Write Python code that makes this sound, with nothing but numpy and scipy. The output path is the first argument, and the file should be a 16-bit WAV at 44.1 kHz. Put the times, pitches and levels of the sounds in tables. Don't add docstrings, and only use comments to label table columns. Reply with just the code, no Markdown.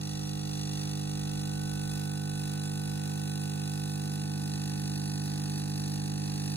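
import sys
import numpy as np
from scipy import signal
from scipy.fft import rfft, irfft, next_fast_len
from scipy.io import wavfile
from scipy.ndimage import map_coordinates

SR = 44100
rng = np.random.default_rng(int(sys.argv[2]) if len(sys.argv) > 2 else 0)


def ratio_of_db(decibels):
    return 10 ** (np.asarray(decibels, float) / 20)


def wav_out(sig):
    wavfile.write(sys.argv[1], SR, np.round(np.clip(np.atleast_2d(sig).T, -1, 1) * 32767).astype(np.int16))


N = 289296
TIME = np.arange(N) / SR
MAINS_HZ = 49.963
SIDES = np.array([[1], [-1]])
BOUNCE_FROM_S = 3.97


def unit(x):
    return x / np.sqrt(np.mean(x ** 2) + 1e-20)


def along(points, hz):
    f, v = np.transpose(points)
    return np.interp(np.log(hz + 1), np.log(f + 1), v)


def wobble(rate):
    knots = rng.standard_normal(int(N * rate / SR) + 4)
    return map_coordinates(knots, [TIME * rate])


def shape(start, attack, hold, release):
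    end = start + attack + hold + release
    return np.clip(np.minimum((TIME - start) / attack, (end - TIME) / release), 0, 1)


def filtered(x, response):
    m = 2 * next_fast_len(N // 2 + SR // 4)
    return irfft(rfft(x, m) * response(np.fft.rfftfreq(m, 1 / SR)), m)[..., :N]


def causal(gain):
    c = irfft(np.log(gain + 1e-6))
    half = len(c) // 2
    return np.exp(rfft(np.r_[c[0], 2 * c[1:half], c[half], np.zeros(half - 1)]))


def ringing(modes, f):
    return np.sqrt(sum(ratio_of_db(2 * db) / (1 + (2 * (f - c) / w) ** 2) ** 2 for c, w, db in modes))


def strokes(start, sizes, jitter):
    n = np.arange(-2, int(N / SR * MAINS_HZ) + 1)
    at = (start + n / MAINS_HZ + jitter * rng.standard_normal(len(n))) * SR
    keep = (at >= 0) & (at < N - 1)
    at, size = at[keep], sizes(n)[keep]
    whole = at.astype(int)
    part = at - whole
    return np.bincount(whole, size * (1 - part), N) + np.bincount(whole + 1, size * part, N)


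def scatter(db):
    return lambda n: ratio_of_db(db * rng.standard_normal(len(n)))


def ports(f):
    # frequency in Hz, lead of the left port in radians
    port_lead = [(900, 0.71), (1100, 3), (1500, 0.69), (1950, 1.1), (2200, 1.944), (3100, 2.36),
                 (3450, 2.04), (4000, 1.22), (4800, 2.35), (6500, 4.87), (7500, 6), (9500, 6.99),
                 (12500, 9.62), (14100, 10), (14700, 11.9), (15500, 11)]
    return np.exp(.5j * SIDES * along(port_lead, f))


def kitchen():
    # time in seconds, pitch in Hz
    engine_pitch = [
        (0, 58.5),
        (1.6, 55.5),
        (3.0, 51.2),
        (5.45, 50.5),
        (5.63, 56),
        (6.56, 55.8),
    ]
    # start in seconds, length in seconds, level in dB
    swells = [
        (.05, 0.9, -52),
        (1.05, 1, -48.5),
        (2.27, 0.22, -52),
        (2.65, .29, -51),
        (3.122, .33, -68),
        (3.62, 0.35, -59),
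        (4.15, .18, -64),
        (5.47, 1, -57),
        (6.45, .2, -63),
    ]
    # frequency in Hz, density in dB per Hz
    hiss_spectrum = [(30, -11), (100, -7), (300, -11), (600, -23), (1500, -20), (3000, -22.5),
                     (6000, -20.5), (13000, -30.5), (16000, -31.5)]
    edge_s, lull_db = 0.085, -78
    drone_hz = np.interp(TIME, *np.transpose(engine_pitch))
    heard = ratio_of_db(lull_db)
    for start, length, db in swells:
        heard = heard + ratio_of_db(db) * shape(start - edge_s / 2, edge_s, length - edge_s, edge_s)
    drone = np.sin(2 * np.pi * np.cumsum(drone_hz) / SR) * ratio_of_db(1.3 * wobble(4.2))
    alike, opposite = rng.standard_normal((2, N))
    opposite = filtered(opposite, lambda f: np.clip(f / 400, .05, 1))
    hiss = np.array([alike + opposite, alike - opposite])
    hiss = filtered(hiss, lambda f: ratio_of_db(along(hiss_spectrum, f)))
    return ratio_of_db(-4.0) * heard * unit(drone) + ratio_of_db(-50.5 + 1.37 * wobble(6)) * unit(hiss)


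def panel(level_db):
    mode = lambda f: causal(ringing([(1491.5, 46.3, 0.025)], f)) * ports(f)
    return ratio_of_db(level_db + 1.5) * unit(filtered(strokes(0.014, scatter(0.57), jitter=2.5e-5), mode))


def tray(level_db):
    # frequency in Hz, width in Hz, level in dB
    tray_modes = [(78, 48, 0.5), (115, 55, -6), (210.3, 43, 7), (295, 36, 7), (251, 50, -1.5),
                  (425, 88, -12.5), (678, 36, -7), (821, 95, -8)]
    slip = np.cumsum(.02 * rng.standard_normal(400))
    sizes = lambda n: np.cos(2 * np.pi * (n / 3 + slip[n + 2])) + .1 * rng.standard_normal(len(n))
    response = lambda f: causal(ringing(tray_modes, f)) * np.exp(-.3j * SIDES)
    knock = filtered(strokes(0.003944, sizes, jitter=0.00023), response)
    return ratio_of_db(level_db - 5.0) * unit(knock)


def clack(level_db):
    # frequency in Hz, width in Hz, level in dB at first, midway and at the end
    casing = [(1750, 140, -16, -6.5, -2), (1920, 77, -7, -12.5, -11), (2567, 130, -0.5, 2.5, 2),
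              (2810, 140, 1.5, -1, -2), (3485, 154, 0.5, -2, -5.5), (3986, 145, 5, 4.5, 3.5),
              (4470, 162, 5.5, -2.5, 8.5), (4840, 130, 1, -7, -8), (5137, 330, 1, 3.5, 3),
              (5630, 100, 10, -10, 7), (6120, 91, 0, 0.5, -5.5), (6370, 120, -2, -10, -8),
              (6650, 126, 3, 0, 1.5), (9030, 400, -13, -4.5, -12), (10360, 120, -22, -10.5, 0),
              (11040, 460, -23, -3.5, -2), (12540, 490, -14, 1.5, -5), (13100, 240, -7, -8, -1.5),
              (15200, 400, -15, -11.5, -13.5)]
    # frequency in Hz, level in dB
    shell = [(800, -42), (1100, -16.5), (1900, -22), (2170, -17.5), (2500, -31), (3000, -16), (3200, -22.5),
             (3600, -8), (7000, -10.5), (7500, -10.5), (11000, -8), (13500, -9.5), (14100, -21),
             (15500, -20), (16000, -46.5)]
    # frequency in Hz, level in dB
    crisp = [(1000, 5), (3000, -0.5), (6000, -3), (9000, -1), (15000, 2)]
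    # frequency in Hz, delay in seconds
    casing_lag = [(1000, .004), (1800, .0025), (2600, .0005), (3700, .001), (5000, -.0005), (7000, .0015),
                  (12000, .002)]
    hit = strokes(.013, scatter(0.89), jitter=1.2e-5)
    rebound = strokes(.0156, scatter(0.81), jitter=2e-5)
    blow = unit(hit + 0.74 * rebound)
    knots = rng.standard_normal(200)
    lag = lambda f: along(casing_lag, f) + 0.0008 * map_coordinates(knots, [f / 250])
    paths = lambda f: np.exp(-2j * np.pi * np.cumsum(lag(f)) * f[1])

    t = np.arange(SR // 20) / SR
    decay = ratio_of_db(-60 * t / 0.036) + 0.39 * ratio_of_db(-60 * t / 0.4)
    swell = (1 - np.exp(-t / 0.0071)) ** 2 * decay
    gate = signal.fftconvolve(strokes(0.013, scatter(2.1), jitter=0.00053), swell)[:N]
    shared, left, right = rng.standard_normal((3, N))
    rattle = unit(gate * (shared + 0.32 * np.array([left, right])))

    def colour(f, col, ring):
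        modes = ringing(np.array(casing)[:, [0, 1, col]], f)
        return causal(np.hypot(ring * modes, ratio_of_db(along(shell, f)))) * ports(f)

    def sound(col):
        struck = lambda f: colour(f, col, ring=1.26) * paths(f) * ratio_of_db(along(crisp, f))
        return filtered(ratio_of_db(1.5) * blow, struck) + filtered(rattle, lambda f: colour(f, col, ring=0.57))

    stage = np.interp(TIME, [.7, 2, 3.6, 5.2], [0, 1, 1, 2])
    mix = sum(np.clip(1 - abs(stage - i), 0, 1) * sound(i + 2) for i in range(3))
    return ratio_of_db(level_db + 3) * unit(mix)


def hum(level_db):
    # multiple of the mains, level in dB, left-right balance in dB,
    # lead of the left port in radians
    light_tray = [(1, -62.0, 0, -0.1), (2, -45.5, -1, -0.2), (3, -36.5, -5, -0.1), (4, -42.5, 0, -0.4),
                  (5, -51.0, -3, -2.4), (6, -45.5, 0, -1.4), (7, -66.0, -4, -0.6), (8, -55.0, -1, -1.4),
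                  (9, -63.5, -8, -2.3), (10, -53.5, -7, -2.4), (11, -70.0, 2, 2.5), (12, -68.5, 0, 3.1),
                  (13, -62.5, -3, -2.9), (14, -64.0, -5, 2.7), (15, -54.5, -7, 2.2), (16, -60.0, -1, -0.7),
                  (17, -63.0, -2, -0.1), (18, -73.0, 0, 0.3), (19, -69.5, -2, 1.5), (20, -67.5, 0, 2.8),
                  (21, -70.5, 0, 3.1), (22, -68.5, -9, 2.1), (23, -80.5, 2, 2.6), (24, -70.5, 3, 1.7),
                  (25, -75.0, 5, 2.1), (26, -65.0, -9, 2.6), (27, -67.0, -6, 2.2), (28, -73.0, 1, 2.1)]
    loaded_tray = [(1, -63.0, -1, -0.1), (2, -44.0, -1, -0.2), (3, -35.5, -5, -0.1), (4, -41.0, 1, -0.4),
                   (5, -48.0, 0, -1.4), (6, -46.0, -1, -1.4), (7, -67.0, -3, -1.8), (8, -55.5, -1, -1.4),
                   (9, -61.5, -6, -2.7), (10, -56.0, -7, -2.5), (11, -68.0, -6, 2.6), (12, -71.0, 0, -3.0),
                   (13, -63.5, -2, -3.1), (14, -70.5, -5, 0.5), (15, -54.5, -6, 2.1), (16, -60.0, -2, -1.7),
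                   (17, -57.5, -4, 0.8), (18, -74.0, -10, 1.9), (19, -70.0, -5, 1.0), (20, -65.5, 0, 2.4),
                   (21, -78.5, -6, 2.1), (22, -65.5, -1, 2.5), (23, -76.5, 2, 2.3), (24, -69.0, 0, 1.7),
                   (25, -77.0, -12, -1.6), (26, -76.5, -3, -2.0), (27, -77.5, -7, 2.2), (28, -73.0, 0, 2.1)]
    opposed = [5, 7, 8, 9, 11, 15, 16]
    k, loaded_db, _, loaded_lead = np.transpose(loaded_tray)
    hz = k * MAINS_HZ
    edge = lambda f: np.interp(f, [0, hz[0], hz[-1], hz[-1] + MAINS_HZ], [-30, 0, 0, -40])
    flips = lambda f: np.exp(1j * np.pi * np.interp(f, hz, np.isin(k, opposed)))
    gain = lambda f: ratio_of_db(np.interp(f, hz, loaded_db - loaded_db[2]) + edge(f))
    push = -strokes(0.00247, scatter(0.14), jitter=1e-5) * SR / MAINS_HZ / np.sqrt(2)
    push = filtered(push, lambda f: causal(gain(f)) * flips(f))

    def state(table):
        _, db, pan_db, lead = np.transpose(table)
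        lead = np.unwrap(loaded_lead) + np.angle(np.exp(1j * (lead - loaded_lead)))
        level = lambda f: np.interp(f, hz, db - db[2] - loaded_db + loaded_db[2])
        balance = lambda f: SIDES * np.interp(f, hz, pan_db) / 2
        phase = lambda f: np.exp(.5j * SIDES * np.interp(f, hz, lead))
        return filtered(push, lambda f: ratio_of_db(level(f) + balance(f)) * phase(f))

    creep_share = 0.56
    load = creep_share * shape(0.23, 3, 10, 1) + (1 - creep_share) * shape(BOUNCE_FROM_S, 0.5, 10, 1)
    return ratio_of_db(level_db + 1.06) * ((1 - load) * state(light_tray) + load * state(loaded_tray))


def damped(x):
    # start, attack, hold and release in seconds
    pressed = (1.2, 0.89, 2.2, 0.59)
    note = filtered(x, lambda f: ringing([(284, 77, 0)], f))
    return x - 0.26 * shape(*pressed) * note


def scene():
    # start, attack, hold and release in seconds
    panel_tuning = (0.93, 0.74, 3.6, 1.2)
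    # frequency in Hz, width in Hz, depth from 0 to 1
    nulls = [(2135, 90, .6), (3065, 110, .8)]
    hum_db = -36.5 - 2.5 * np.exp(-TIME / 0.81)
    panel_db, panel_off_db, sag_db_per_s = -56, -69.5, 1.4
    sag_db = sag_db_per_s * np.clip(TIME - sum(panel_tuning[:2]), 0, None)
    ring_db = panel_off_db + shape(*panel_tuning) * (panel_db - panel_off_db - sag_db)
    bounce_db, bounce_rise_s = -46.5, .06
    loose = np.clip((TIME - BOUNCE_FROM_S) / bounce_rise_s, 0, 1)
    resting_db = -61 + 4 * wobble(3.9)
    tray_db = loose * bounce_db + (1 - loose) * resting_db
    pump = damped(hum(hum_db)) + clack(-47 + .5 * wobble(6)) + panel(ring_db)
    counter = lambda f: 1 - sum(depth * ringing([(hz, width, 0)], f) for hz, width, depth in nulls)
    return filtered(pump + tray(tray_db) + kitchen(), counter)


def thinned(x, margin_db):
    band_edges = np.r_[0, 96:144:12, 144, 160, 176, 196, 216, 240, 264, 292, 320:1024:32]
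    # start in seconds, length in seconds, share of frames spared
    spare_spells = [
        (0, .92, .35),
        (1.38, .9, .22),
        (2.87, .26, .45),
        (3.72, .93, .42),
        (5.1, .85, .28),
    ]
    lead = 1024 - 726
    both = np.pad([x[0] + x[1], x[0] - x[1]], ((0, 0), (lead, 0))) / 2
    hz, t, z = signal.stft(both, SR, nperseg=2048)
    band = np.searchsorted(band_edges, np.arange(len(hz)), "right") - 1
    power = np.add.reduceat(abs(z) ** 2, band_edges, axis=1) + 1e-20
    margin = margin_db + 1.8 * rng.standard_normal(power.shape[1:])
    weak = power < power[::-1] * ratio_of_db(2 * margin)
    spared = .06 + sum(share * (t > s) * (t < s + length) for s, length, share in spare_spells)
    hungry = rng.random(len(t)) > spared
    keep = 1 - (weak & hungry)[:, band] * (hz > 2070)[:, None]
    mid, side = signal.istft(z * keep, SR, nperseg=2048)[1][:, lead:lead + N]
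    return np.array([mid + side, mid - side])


def top_cut(x):
    return signal.sosfilt(signal.butter(12, 17030, fs=SR, output="sos"), x)


def record(dry):
    kept = filtered(dry, lambda hz: hz < 15830)
    return top_cut(thinned(kept, margin_db=-6.5))


dry = scene()
out = record(dry)
wav_out(out)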